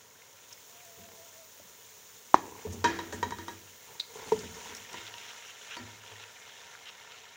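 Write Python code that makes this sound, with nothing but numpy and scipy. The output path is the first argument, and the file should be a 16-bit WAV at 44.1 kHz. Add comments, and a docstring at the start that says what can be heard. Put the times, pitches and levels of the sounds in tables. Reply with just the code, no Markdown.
"""Small kitchen, microphone close to a metal pot on a stove: spices fizz finely in hot oil over a low flame rush.
First a spatula stirs: noise grains for the scrapes, bright noise bursts for the ticks, a faint wavering tone.
Then raw chicken is pushed off a plate: damped low modes thud, and ringing modes clatter on the rim.
The wet meat adds a lower crackle of patchy grains, coloured by the air in the pot, and single droplets spit.
Last the spatula spreads the meat in short gritty strokes, while the fizz of the oil calms."""
import sys
import numpy as np
from scipy import signal
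from scipy.fft import rfft, irfft, next_fast_len
from scipy.io import wavfile
from scipy.ndimage import uniform_filter1d, map_coordinates

SR = 44100
rng = np.random.default_rng(int(sys.argv[2]) if len(sys.argv) > 2 else 0)


def to_wav(sig):
    """Store sig (one row per channel, or 1-D mono) as 16-bit WAV at the path in sys.argv[1].

    Samples outside -1..1 are clipped; the rate is SR.
    """
    pcm = np.clip(np.atleast_2d(sig), -1, 1) * 32767
    pcm = np.round(pcm).astype(np.int16)
    wavfile.write(sys.argv[1], SR, pcm.T)  # frames by channels


N = 324576

# Spectra give relative density per Hz: each coloured noise is brought to rms 1 before its level is set.
# rush of the flame under the pot: f/Hz, density/dB
FLAME_SPECTRUM = [(25, -37), (60, -15.5), (100, 0), (150, -8), (210, -5.5), (330, -12), (440, 3), (560, -2),
                  (760, -12.5), (970, -1.5), (1150, -8.5), (2500, -22.5)]
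# faint tone during the stirring: t/s, level/dB
TONE_LEVEL = [(.7, -70), (.86, -60.5), (.98, -66), (1.05, -58), (1.14, -67), (1.22, -57), (1.32, -73),
              (1.39, -57), (1.5, -78)]
TONE_HZ, TONE_SAG_HZ_PER_S = 700, 69  # the sag lasts to the end of the tone
# decay of the kitchen's answer: f/Hz, t60/s
KITCHEN_DECAY = [(150, 1), (1000, 0.28), (5000, .35), (15000, 0.17)]

# loaded pot swaying on its support: t/s, level/dB, f/Hz
POT_SWAYS = [(.99, -58, 94.3), (2.662, -35.5, 90.2), (3.141, -46, 96.4), (3.239, -44, 95), (4.36, -58, 88),
             (5.019, -57.5, 106.6), (5.8, -49, 106.3), (6.11, -57, 104.3)]
# tumbling meat and the spatula rock the pot on the stove: t/s, level/dB
POT_BUMPS = [(.975, -52.5), (1.6, -60.5), (2.665, -37), (2.726, -38), (3.129, -39.5), (4.261, -47.5),
             (4.329, -37.5), (4.432, -43.5), (4.691, -51), (5.785, -50)]
# boom of the stove top: f/Hz, density/dB
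STOVE_SPECTRUM = [(30, -42), (65, -11.5), (92, -2), (115, -8), (138, -20), (180, -5.5), (250, -4),
                  (300, -11.5), (430, -1), (600, -11.5), (1200, -21), (3000, -58)]
# decay of that boom: f/Hz, t60/s
STOVE_DECAY = [(95, 1), (200, 0.81), (450, 0.11), (1500, 0.13)]
KNOCK_BOOM_DB = -16.5  # every knock on the rim rocks the pot too, this far below the knock

# meat sliding off the plate or pushed about: t/s, length/s, peak gain/dB
MEAT_SLIDES = [(1.06, 0.18, -60), (2.36, 0.32, -49), (2.6, 1, -57.5), (3.85, 0.17, -57.5),
               (4.06, 0.39, -51), (4.5, 0.365, -53.5), (4.86, 0.21, -52), (6.03, 0.25, -58)]
# colour of wet rubbing: f/Hz, density/dB
RUB_SPECTRUM = [(100, -9), (220, -11), (330, -13.5), (450, 5), (600, -12.5), (800, -5.5), (950, 0),
                (1200, -14.5), (2500, -18.5), (5000, -50)]
# spatula strokes through spices and meat: t/s, length/s, peak gain/dB
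SPATULA_STROKES = [(.5, 0.039, -56), (.7, 0.12, -65), (4.3, 0.48, -63), (4.88, 0.25, -49),
                   (5.13, 0.22, -49.5), (5.39, .13, -51), (5.65, 0.13, -48.5), (6.03, 0.11, -53),
                   (6.18, 0.071, -52), (6.43, .1, -56), (6.85, 0.058, -48), (7.11, 0.025, -52)]
# colour of the blade on grit: f/Hz, density/dB
GRIT_SPECTRUM = [(700, -17), (1500, -1), (2200, -4), (2800, 4.5), (3250, 0.5), (3900, -2), (4700, -16),
                 (5700, -4.5), (7000, -19), (11000, -34)]
SLIDE_CREST, SCRAPE_CREST = 0.36, 0.76  # share of a stroke spent pressing harder

# sharp ticks of the spatula and spitting oil: t/s, relative level/dB, f/Hz, swell/s
SHARP_TICKS = [(0.218, -50, 2180, .0022), (0.525, -43, 5500, 0.0034), (.575, -53, 2120, 0.0036),
               (0.799, -51, 2200, 0.0039), (2.723, -42.5, 6100, .008), (3.125, -44.5, 6500, 0.01),
               (3.9963, -30.5, 4000, 0.0035), (4.3905, -35, 5400, .0013), (4.7491, -32.5, 5530, .0013),
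               (4.765, -42, 5500, 0.0033), (4.9296, -37, 5700, 0.0014), (5.066, -35, 3100, 0.0012),
               (5.1396, -34, 3000, .0012), (5.1812, -36.5, 3060, 0.0014), (5.708, -36.5, 2370, 0.002),
               (6.237, -41, 2670, 0.0014), (6.751, -41, 1500, 0.0016), (6.8564, -37.5, 2800, .0007)]
# spatula taps on plate or pot, damped at once: t/s, level/dB, f/Hz, swell/s, low knock re tap/dB
SPATULA_TAPS = [(1.599, -44, 586, 0.0017, -10), (2.3431, 0.5, 957, 0.0007, -18),
                (2.552, -44.5, 1030, 0.0019, -10), (4, -21.5, 3850, 0.00093, -30),
                (4.0085, -27, 3780, 0.00057, -30), (5.767, -48, 4560, 0.0079, 2),
                (5.784, -46.5, 241.6, 0.02, -9)]
LOW_KNOCK_HZ, LOW_KNOCK_SWELL_S = 360, 0.002
# meat flopping down: t/s, level/dB, softness (1; stretches the blow and dulls it)
MEAT_FLOPS = [(2.649, -30, 1.36), (3.128, -45, 2.1), (4.155, -43, 0.91), (4.3195, -19, 0.88),
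              (4.363, -44, 0.72)]
# what a flop of softness 1 sounds in the pot: f/Hz, level/dB, swell/s
POT_FLOP_MODES = [(171.5, -22, .012), (218, -15.5, 0.0096), (437, 2, 0.0069), (920, -4.5, 0.0026)]
DULL_DB_PER_KHZ = 39  # tilt about the second mode for each unit of softness above 1

# plate and spatula against the pot:
# t/s, level/dB, crack re knock/dB, pot wall re knock/dB, length share (1)
RIM_KNOCKS = [(2.3430, -27, 4.5, -10, 0.22), (2.8419, -20, 1, -2.5, 1), (2.9885, -31.5, -2, -5, 0.62),
              (3.1245, -41.5, 7.5, -1, 0.89), (3.2280, -22, -8, -23, 0.44), (3.3070, -33, -2, -17, 0.23),
              (3.3216, -32, -20, -13, 0.44), (3.385, -43, 5.5, 1.5, 0.74), (3.4804, -35, 0.5, -11.5, 0.53),
              (4.942, -36, -1, -13, 0.29), (5.139, -47.5, -5, -17, 0.57), (5.767, -39.5, 4.5, -8, 0.54)]
# modes of the plate, damped by hand and meat: f/Hz, level/dB, t60/s at length share 1
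PLATE_MODES = [(437, -9.5, .15), (945.4, 1.5, 0.13), (985, -5.5, 0.14), (1110, -5.5, 0.071),
               (1223, -9, 0.1), (1566, -10, .12), (1840, -7.5, 0.13), (1880, -9, .13), (2340, -21, .14),
               (3163, -15.5, 0.13), (3850, -10, 0.08), (3880, -16, 0.14), (5100, -24, 0.11),
               (5800, -26.5, .13), (6670, -19.5, 0.13)]
# modes of the metal pot wall: f/Hz, level/dB, t60/s before every wall ring is shortened to 0.76 of it
WALL_MODES = [(249.6, -14.5, 0.56), (332.9, -10, 0.79), (1480, -16, 0.28), (1670, -13.5, .45),
              (1660, -14, 0.32), (1730, -13, 0.54), (1820, -14, .45), (1890, -15, 0.54), (2270, -27, 0.23),
              (2454, -21, 0.55), (2640, -20, .2), (3110, -17, 0.35), (3241, -17, .34), (3830, -35, 0.4),
              (4230, -41, 0.26), (5780, -17, 0.23)]
# noise of a hard contact: f/Hz, density/dB
CRACK_SPECTRUM = [(100, -19), (350, 7), (650, 2.5), (1000, -2), (1900, 2.5), (2700, -6.5), (3900, -6.5),
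                  (4700, -7.5), (6800, -5.5), (8500, -22), (15000, -30)]
# decay of its rattle: f/Hz, t60/s at length share 1
RATTLE_DECAY = [(300, 0.52), (2000, 0.73), (7000, 0.34), (15000, 0.14)]

# oil livening when stirred and calming as cold meat covers it:
# t/s, relative fizz level/dB, finest spray level/dB
OIL_LEVELS = [(0, -59, -60), (.42, -58, -58), (.6, -55.5, -54), (4.4, -55, -54.5), (5.5, -55.5, -60.5),
              (7.36, -61.5, -65.5)]
# colour of the fizz: f/Hz, density/dB
FIZZ_SPECTRUM = [(2000, -12.5), (3500, -4.5), (4800, -8), (5900, 0.5), (7000, 3), (7900, -10), (9500, -9.5),
                 (10800, -17.5), (13000, -38)]
# colour of the finest spray: f/Hz, density/dB
SPRAY_SPECTRUM = [(8000, -17), (10800, -19.5), (12000, -12), (13900, -22), (14600, -3), (15600, -5.5)]
# meat meeting the oil and starting to sear: t/s, relative level/dB
MEAT_LANDINGS = [(2.55, -59), (2.93, -60.5), (4.13, -52.5), (4.26, -52.5), (4.5, -54)]
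SEAR_RISE_S, SEAR_SETTLE_S, SEAR_SETTLED_DB = 0.029, 0.68, -6  # each flares up, then settles this far down
FLASH_S, FLASH_DB = 0.22, 1.5  # surface water flashes off as extra fizz
SPICE_DB = -62  # bubbling of the spices alone
# colour of the wet sizzle: f/Hz, density/dB
WET_SPECTRUM = [(150, -18), (400, -18), (700, 2.5), (1150, -2.5), (1400, 2), (2100, 3), (2450, 1.5),
                (3000, 3.5), (3700, 1), (4700, -7.5), (5800, -0.5), (7500, -8), (12000, -75)]
# air resonances inside the pot: f/Hz, width/Hz, lift/dB
POT_AIR = [(426, 20, 20), (940, 19, 12.5), (1370, 25, 7.5), (1560, 70, 1), (1789, 25, 8), (2145, 9.6, 10)]
TOP_HZ = 15800  # band limit of the recorder


def amp(db):
    """Decibels to gain."""
    return 10 ** (np.asarray(db) / 20)


def unit(x):
    """Scale to rms 1."""
    return x / np.sqrt(np.mean(x ** 2) + 1e-20)


def along(points, hz):
    """Read (f/Hz, value) points on a log frequency axis."""
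    f, value = np.transpose(points)
    return np.interp(np.log(hz + 1), np.log(f + 1), value)


def curves(rows):
    """One value per sample for each column after the time."""
    s, *columns = np.transpose(rows)
    return [np.interp(np.arange(N) / SR, s, column) for column in columns]


def wobble(rate):
    """A smooth random curve through this many knots a second."""
    knots = rng.standard_normal(int(N * rate / SR) + 4)
    return map_coordinates(knots, [np.arange(N) * rate / SR])


def filtered(x, response):
    """Multiply the spectrum of x by a response of frequency."""
    size = next_fast_len(len(x) + 8192)  # padding keeps the end from wrapping onto the start
    spectrum = rfft(x, size) * response(np.fft.rfftfreq(size, 1 / SR))
    return irfft(spectrum, size)[:len(x)]


def coloured(x, spectrum):
    """Weight x by a spectrum and bring it to rms 1."""
    return unit(filtered(x, lambda hz: amp(along(spectrum, hz))))


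def dying(x, decay):
    """Let each frequency of x fade with its own t60."""
    hz, t, bins = signal.stft(x, SR, nperseg=256)
    fade = amp(-60 * t / along(decay, hz)[:, None])
    return signal.istft(bins * fade, SR, nperseg=256)[1][:len(x)]


def swell(t, peak_s):
    """A contact that builds to 1 and dies away."""
    return t / peak_s * np.exp(1 - t / peak_s)


def add(track, s, sound):
    """Mix a sound into the track at time s."""
    part = track[round(s * SR):][:len(sound)]
    part += sound[:len(part)]


def grains(per_second, spread_db, bed_db):
    """Tiny random impulses of uneven size over a bed of white noise, as from countless smaller ones."""
    bursts = rng.random(N) < per_second / SR
    size = amp(spread_db * np.clip(rng.standard_normal(N), -3, 2))
    impulses = unit(bursts * size * rng.choice([-1, 1], N))
    return impulses + amp(bed_db) * rng.standard_normal(N)


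def patchy(x, depth_db):
    """Raise and lower x in brief flurries, each in its own part of the spectrum."""
    bins = signal.stft(x, nperseg=256)[2]
    field = rng.standard_normal(bins.shape)
    field = uniform_filter1d(field, size=5, axis=0)  # across frequency
    field = uniform_filter1d(field, size=6, axis=1)  # across time
    return signal.istft(bins * amp(depth_db * unit(field)), nperseg=256)[1][:len(x)]


def strokes(rows, crest):
    """Pressure builds to a crest and eases off in each stroke; one gain per sample."""
    t, gain = np.arange(N) / SR, np.zeros(N)
    for s, length, db in rows:
        press = np.interp(t, [s, s + crest * length, s + length], [0, 1, 0])
        gain += amp(db) * np.sin(np.pi / 2 * press)
    return gain


def burner():
    """The flame under the pot is a nearly steady, low rush of coloured noise."""
    return amp(-63 + 0.45 * wobble(7.1)) * coloured(rng.standard_normal(N), FLAME_SPECTRUM)


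def kitchen(x):
    """The kitchen walls answer with a short noise tail whose frequencies fade at their own speeds."""
    tail = dying(rng.standard_normal(SR // 2), KITCHEN_DECAY)
    return signal.fftconvolve(x, tail / np.linalg.norm(tail))[:N]


def tone():
    """A faint sine wavers in pitch and level and sinks slowly."""
    db, = curves(TONE_LEVEL)
    t = np.arange(N) / SR
    start, end = TONE_LEVEL[0][0], TONE_LEVEL[-1][0]
    hz = TONE_HZ - TONE_SAG_HZ_PER_S * np.clip(t - start, 0, 1)
    waver = 1 + .025 * wobble(110) + .012 * wobble(12)
    phase = 2 * np.pi * np.cumsum(hz * waver) / SR
    flutter_db = 2 * wobble(60)
    return amp(db + flutter_db) * unit(np.sin(phase)) * (t > start) * (t < end)


def sways():
    """The heavy pot hums on after a jolt: decaying low sines with a soft onset."""
    out, t = np.zeros(N), np.arange(SR) / SR
    for s, db, hz in POT_SWAYS:
        fade = amp(db - 60 * t / 1.0)  # t60 of 1 s
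        onset = 1 - np.exp(-t / 0.0068)
        add(out, s, fade * onset * np.sin(2 * np.pi * hz * t))
    return out


def bumps():
    """Weight landing in the pot or on its rim sets it booming on the stove top, lows fading slowest."""
    out, t = np.zeros(N), np.arange(SR) / SR
    from_knocks = [(s, db + KNOCK_BOOM_DB) for s, db, *_ in RIM_KNOCKS]
    for s, db in list(POT_BUMPS) + from_knocks:
        boom = dying(coloured(rng.standard_normal(SR), STOVE_SPECTRUM), STOVE_DECAY)
        add(out, s, amp(db) * boom * (1 - np.exp(-t / 0.0013)))
    return out


def slide():
    """Wet meat sticks and slips on plate and pot, grain by grain: a soft hollow squelch."""
    slips = grains(300, spread_db=-1, bed_db=-7.5) * amp(1.3 * wobble(35))
    return strokes(MEAT_SLIDES, SLIDE_CREST) * coloured(slips, RUB_SPECTRUM)


def scrape():
    """The blade catches and slips on grit in uneven spurts."""
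    catches = grains(900, spread_db=3.5, bed_db=-3) * amp(2.5 * wobble(60))
    return strokes(SPATULA_STROKES, SCRAPE_CREST) * coloured(patchy(catches, depth_db=2.5), GRIT_SPECTRUM)


def ticks():
    """Spatula and spitting oil tick in brief bright noise bursts, each round its own pitch."""
    out, t = np.zeros(N), np.arange(SR // 12) / SR
    for s, db, hz, peak_s in SHARP_TICKS:
        band = [(hz / 4, -28), (hz / 1.21, -12), (hz, 0), (hz * 1.36, -12), (hz * 3.0, -35)]
        noise = coloured(rng.standard_normal(len(t)), band)
        add(out, s, amp(db - 3.5) * swell(t, peak_s) * noise)
    return out


def thud(modes):
    """A blow from (f/Hz, level/dB, swell/s) modes, damped at once, with a little contact noise riding on it."""
    t = np.arange(SR // 2) / SR
    slap = amp(-27.5) * coloured(rng.standard_normal(len(t)), CRACK_SPECTRUM)
    blow = np.zeros(len(t))
    for hz, db, peak_s in modes:
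        blow += amp(db) * swell(t, peak_s) * (slap - np.sin(2 * np.pi * hz * t))
    return blow


def thuds():
    """Hard taps of the spatula and soft flops of meat; a softer flop is longer and duller."""
    out = np.zeros(N)
    for s, db, hz, peak_s, low_db in SPATULA_TAPS:
        modes = [(hz, 0, peak_s), (LOW_KNOCK_HZ, low_db, LOW_KNOCK_SWELL_S)]
        add(out, s, amp(db) * thud(modes))
    main_hz = POT_FLOP_MODES[1][0]
    for s, db, soft in MEAT_FLOPS:
        modes = []
        for hz, level, peak_s in POT_FLOP_MODES:
            loss_db = DULL_DB_PER_KHZ * (soft - 1) * (hz - main_hz) / 1000
            modes.append((hz, level - loss_db, peak_s * soft))
        add(out, s, amp(db) * thud(modes))
    return out


def ring(modes, t, length):
    """Decaying modes, at new random strengths and phases for each blow."""
    out = np.zeros(len(t))
    for hz, db, t60 in modes:
        strength, phase = rng.standard_normal(2)
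        fade = amp(db + 3.1 * strength - 60 * t / (t60 * length))
        out += fade * np.sin(2 * np.pi * (hz * t + phase))
    return out


def knocks():
    """The plate hits the rim and chatters; pressed against the pot, it damps the ring of the wall."""
    out, t = np.zeros(N), np.arange(SR) / SR
    for s, db, crack_db, wall_db, length in RIM_KNOCKS:
        tones = ring(PLATE_MODES, t, length) + amp(wall_db) * ring(WALL_MODES, t, 0.76)
        build = 1 - np.exp(-t / 0.0017)  # the ring grows while the contact lasts
        noise = coloured(rng.standard_normal(SR), CRACK_SPECTRUM)
        rattle = dying(noise, [(hz, t60 * length) for hz, t60 in RATTLE_DECAY])
        snap = noise * amp(-60 * t / 0.023)
        crack = (amp(-2.5) * snap + amp(-14.5) * rattle) * (1 - np.exp(-t / 0.0003))
        add(out, s, amp(db) * (tones * build + amp(crack_db) * crack))
    return out


def searing(settle_s, settled):
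    """Gain of the searing meat: each landing flares up and settles to a share of its peak; powers add."""
    power = np.zeros(N)
    for s, db in MEAT_LANDINGS:
        age = np.maximum(np.arange(N) / SR - s, 0)
        fade = settled ** 2 + (1 - settled ** 2) * np.exp(-age / settle_s)
        power += amp(db) ** 2 * (1 - np.exp(-age / SEAR_RISE_S)) * fade
    return np.sqrt(power)


def boiling():
    """How hard water boils out of spices and meat, as a gain."""
    return np.hypot(amp(SPICE_DB), searing(SEAR_SETTLE_S, amp(SEAR_SETTLED_DB)))


def oil():
    """Spices fizz in the oil as dense fine grains, flaring when meat lands."""
    fizz_db, spray_db = curves(OIL_LEVELS)
    fizz_froth = grains(2500, spread_db=5, bed_db=0)
    spray_froth = grains(2500, spread_db=5, bed_db=0)
    level = np.hypot(amp(fizz_db), amp(FLASH_DB) * searing(FLASH_S, 0))
    fizz = level * amp(-1.4 + 1.0 * wobble(25)) * coloured(fizz_froth, FIZZ_SPECTRUM)
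    spray = amp(spray_db + .35 * wobble(25)) * coloured(spray_froth, SPRAY_SPECTRUM)
    return fizz + spray


def spits(per_second, mid_hz, size_db, octaves, cycles):
    """Single droplets burst above the sizzle, each ringing briefly at its own pitch."""
    level = boiling()
    out, t = np.zeros(N), np.arange(SR // 50) / SR
    for when, size, pitch in rng.random((int(per_second * N / SR), 3)):
        i = int(when * N)
        offset = np.arcsin(2 * pitch - 1) / (np.pi / 2)  # -1 to 1, crowding round the middle
        hz = mid_hz * 2 ** (octaves * offset)
        gain = level[i] * amp(size_db + 13 * size ** 3)  # few droplets are large
        add(out, i / SR, gain * swell(t, cycles / hz) * np.sin(2 * np.pi * hz * t))
    return out


def pot_air(f):
    """Response of the air in the pot: the direct sound plus a resonance at each hollow pitch."""
    response = 1
    for centre, width, lift_db in POT_AIR:
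        damping = 1j * f * width
        response = response + (amp(lift_db) - 1) * damping / (centre * centre - f * f + damping)
    return response


def sizzle():
    """Water boils off in larger bubbles, in flurries, and sounds the hollow of the pot."""
    pops = patchy(grains(1100, spread_db=5, bed_db=-.5), depth_db=2.1)
    return boiling() * amp(0.85 * wobble(11)) * coloured(filtered(pops, pot_air), WET_SPECTRUM)


def scene():
    """The handling, the blows and their echo, with the frying close by."""
    handling = bumps() + sways() + slide() + scrape()
    hard, soft = knocks() + ticks(), thuds()
    echo = kitchen(amp(-9.5) * hard + amp(-21.5) * soft)
    crackle = spits(per_second=90, mid_hz=2800, size_db=-8, octaves=1.2, cycles=1.8)
    blisters = spits(per_second=30, mid_hz=2700, size_db=-8, octaves=1.1, cycles=5)
    frying = oil() + sizzle() + crackle + blisters
    return (burner() + tone() + handling + hard + soft + echo + frying)[None]


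def record(dry):
    """The microphone drops the deepest bass; the recorder clips at full scale, then cuts above its band limit."""
    high_pass = signal.butter(2, 48, "high", fs=SR, output="sos")
    thin = signal.sosfilt(high_pass, dry[0])
    return filtered(np.clip(thin, -1, 1), lambda hz: hz < TOP_HZ)[None]


dry = scene()
out = record(dry)
to_wav(out)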